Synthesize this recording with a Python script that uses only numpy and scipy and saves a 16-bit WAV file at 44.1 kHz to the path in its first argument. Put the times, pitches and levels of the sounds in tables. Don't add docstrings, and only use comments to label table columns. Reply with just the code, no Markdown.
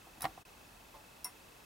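import sys
import numpy as np
from scipy import signal
from scipy.fft import rfft, irfft, next_fast_len
from scipy.io import wavfile

SR = 44100
rng = np.random.default_rng(int(sys.argv[2]) if len(sys.argv) > 2 else 0)


def unload_audio(sound):
    columns = np.transpose(np.atleast_2d(sound))
    steps = np.round(np.clip(columns, -1, 1) * 32767)
    wavfile.write(sys.argv[1], SR, steps.astype(np.int16))


N = 72765

# start in seconds; ring, scrape, catch, case ring and case wash levels in dB;
# stretch factor on the steel's attack and decay; ring tilt in dB per octave.
CLICK_CUES = [(0.2083, -54, -33.5, -43.5, -62, -55, 0.13, 9),
              (0.2195, -42.5, -32, -46.5, -46, -38, 0.94, 11), (1.2443, -34.5, -33, -56, -41, -46, 1.01, 3)]
# start in seconds; ring, crack, thud and snap in dB; ring tilt in dB per octave.
KNOCK_CUES = [(.069, -47, -61.5, -64, -75, -10), (0.18, -61, -75, -53, -80, -2),
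              (.2052, -47.5, -56.5, -62, -65, 6), (0.2152, -56, -48.5, -63, -46, 12),
              (0.242, -30, -32, -43.5, -40, 3.5), (0.2522, -22.5, -33, -50.5, -38.5, -1),
              (.3762, -39.5, -55.5, -68, -70, -5.5)]
# start in seconds, level in dB.
TAP_CUES = [(.941, -50.5)]

# pitch in Hz, relative level in dB, base time to fall 60 dB in seconds.
STEEL_MODES = [(5536, -1, .11), (5420, -8, .025), (5730, -11, .04), (7290, -20, .07), (9354, -7, .135),
               (9793, -.5, .08), (9870, -8, .045), (11060, -14, .08), (11680, -11, .075), (12440, -15, .06),
               (13760, -20, .09)]
CATCH_MODES = [(3890, -1, .075), (4450, -7, .04), (5250, -4, .04), (6100, -5, .035)]
CASE_MODES = [(732, -12, .15), (985, 0, .12), (2075, -7.5, .14), (2670, -14, .17)]
BOARD_MODES = [(319.4, -14, 0.21), (716, -4, 0.052), (762.5, -2.5, 0.066), (864, -18.5, 0.084),
               (985, -7.5, 0.022), (1042, -6.5, 0.038), (1157, -15, 0.084), (1390, -21, 0.1),
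               (1740, -16.5, .04), (1832, -13.5, .04), (2130, -22, 0.036), (2510, -18.5, 0.042),
               (3500, -43, .03)]
TAP_MODES = [(565, -10, .3), (770, -10, .3), (865, -4, .48), (1050, -2, .09), (2070, -14, .15)]

# frequency in Hz, relative level in dB.
SCRAPE_EQ = [(2500, -28), (4000, -19), (5400, 2), (6800, -14), (8500, -5.5), (10000, 0.5), (12500, 2),
             (15500, -3)]
CASE_WASH_EQ = [(200, -10), (550, -11.5), (800, -2), (1100, 1), (1500, -2.5), (2000, -3), (2600, -18),
                (4000, -19.5)]
SNAP_EQ = [(1500, -8), (3000, 6), (5000, 5), (8500, -4.5), (10500, -12), (15000, -17)]
CRACK_EQ = [(300, -4.5), (550, -5.5), (720, -21), (1100, 10), (1520, -26), (1800, 3.5), (2500, -10),
            (3500, -8.5), (5000, -17.5), (8000, -49), (15000, -34)]
THUD_EQ = [(30, -21), (70, 1), (150, 0), (300, 2.5), (500, -23), (900, -27)]
ROOM_EQ = [(30, -5), (48, 14), (80, 6.5), (125, 1), (200, -3.5), (330, -3.5), (500, -12), (760, 2.5),
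           (1200, -16), (2500, -13.5), (6000, -22)]
RATTLE_EQ = [(350, -27), (600, 9), (900, 4), (1200, 2), (1600, -30), (4000, -8), (7000, -20)]
HISS_EQ = [(20, -36), (32, -8), (48, -4), (76, -9.5), (130, -9.5), (300, -10.5), (520, -11.5), (690, -11.5),
           (880, -10), (1980, -17), (3050, -18.5), (4820, -22), (15800, -28)]

# frequency in Hz, left-right likeness (1 is mono).
HIT_IMAGE = [(100, 1), (700, 0.96), (1500, .65), (3000, 0.32), (6000, .8), (13000, 1)]
HISS_IMAGE = [(60, 1), (150, 0.93), (380, 0.36), (950, 0.17), (2400, 0.17), (6000, 0.77), (15000, 1)]
# time in seconds, gain in dB.
LEVEL_DIP = [(.412, 0), (.427, -4), (.438, -22), (.4505, -22), (.452, 0)]

CLICK_RISE_S, KNOCK_RISE_S = 0.00074, 0.00066
CASE_DELAY_S, CASE_RISE_S = 0.003046, 0.0053


def steel_clicks():
    out = np.zeros((2, N))
    for start, ring_db, scrape_db, catch_db, case_db, wash_db, stretch, tilt_db in CLICK_CUES:
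        rise = CLICK_RISE_S * stretch
        scrape = burst(start, SCRAPE_EQ, rise, t60=0.026 * stretch)
        tail = amp(-11) * burst(start, SCRAPE_EQ, rise, t60=0.12 * stretch)
        out += amp(scrape_db) * (scrape + tail)
        out += amp(catch_db) * ring(start, CATCH_MODES, rise, stretch)
        out += amp(ring_db) * ring(start, tilted(STEEL_MODES, tilt_db, pivot_hz=7500), rise, stretch)
        case_start = start + CASE_DELAY_S
        out += amp(case_db) * ring(case_start, CASE_MODES, CASE_RISE_S)
        out += amp(wash_db) * burst(case_start, CASE_WASH_EQ, CASE_RISE_S, t60=0.15)
    return out


def lever_knocks():
    out = np.zeros((2, N))
    low_cut = signal.butter(2, 675, "highpass", fs=SR, output="sos")
    for start, ring_db, crack_db, thud_db, snap_db, tilt_db in KNOCK_CUES:
        board = ring(start, tilted(BOARD_MODES, tilt_db, pivot_hz=730), KNOCK_RISE_S)
        room_tail = amp(-30) * burst(start, ROOM_EQ, rise=0.022, t60=0.58)
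        out += amp(ring_db) * (signal.sosfilt(low_cut, board) + room_tail)
        out += amp(snap_db) * burst(start, SNAP_EQ, KNOCK_RISE_S, t60=0.017)
        out += amp(crack_db) * burst(start, CRACK_EQ, KNOCK_RISE_S, t60=0.051)
        out += amp(thud_db) * burst(start, THUD_EQ, KNOCK_RISE_S, t60=0.087)
    return out


def hollow_tap():
    out = np.zeros((2, N))
    for start, level_db in TAP_CUES:
        body = ring(start, TAP_MODES, KNOCK_RISE_S)
        rattle = amp(-3.5) * burst(start, RATTLE_EQ, KNOCK_RISE_S, t60=0.22)
        out += amp(level_db) * (body + rattle)
    return out


def electrical_whine():
    pitch_hz, sag_hz_per_s = 2605, 8100
    first_s, rate_hz, width_s = 0.0175, 25.19, 0.004
    out = np.zeros(N)
    for centre in np.arange(first_s, N / SR, 1 / rate_hz):
        t = np.arange(N) / SR - centre
        cycles = pitch_hz * t - 0.5 * sag_hz_per_s * t ** 2 + rng.random()
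        pulse = np.exp(-0.5 * (t / width_s) ** 2)
        out += pulse * np.sin(2 * np.pi * cycles)
    return amp(-60) * out


def hiss():
    return amp(-57.5) * noise(HISS_EQ, HISS_IMAGE)


def ring(start, modes, rise, stretch=1):
    blur, spread = 0.0022, 0.22
    age = since(start)
    out = np.zeros((2, N))
    for hz, db, t60 in modes:
        jitter = np.sqrt(2 * np.pi * blur * hz / SR) * rng.standard_normal(N) * (age > 0)
        phase = 2 * np.pi * hz * age + np.cumsum(jitter)
        mid = np.sin(phase)
        side = spread * np.sin(phase + rng.uniform(0, 2 * np.pi))
        out += amp(db) * envelope(start, rise, t60 * stretch) * np.array([mid + side, mid - side])
    return out


def tilted(modes, tilt_db, pivot_hz):
    return [(hz, db + tilt_db * np.log2(hz / pivot_hz), t60) for hz, db, t60 in modes]


def burst(start, eq, rise, t60):
    return noise(eq, HIT_IMAGE) * envelope(start, rise, t60)


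def envelope(start, rise, t60):
    age = since(start)
    return (1 - np.exp(-age / rise)) * np.exp(-np.log(1000) * age / t60)


def noise(eq, image):
    def mid_side_gains(hz):
        angle = np.arccos(np.clip(curve_at(image, hz), -1, 1)) / 2
        return amp(curve_at(eq, hz)) * [np.cos(angle), np.sin(angle)]

    mid, side = filtered(rng.standard_normal((2, N)), mid_side_gains)
    stereo = np.array([mid + side, mid - side])
    return stereo / stereo.std()


def filtered(x, response):
    size = next_fast_len(N + 8192)
    gains = response(np.fft.rfftfreq(size, 1 / SR))
    return irfft(rfft(x, size) * gains, size)[..., :N]


def curve_at(points, hz):
    freqs, values = np.transpose(points)
    return np.interp(np.log(hz + 1), np.log(freqs + 1), values)


def since(start):
    return np.maximum(np.arange(N) / SR - start, 0)


def amp(db):
    return 10 ** (np.asarray(db) / 20)


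def scene():
    return steel_clicks() + lever_knocks() + hollow_tap() + hiss() + electrical_whine()


def record(dry):
    top_hz = 15850
    dip_db = np.interp(np.arange(N) / SR, *np.transpose(LEVEL_DIP))
    return filtered(dry * amp(dip_db), lambda hz: hz < top_hz)


dry = scene()
out = record(dry)
unload_audio(out)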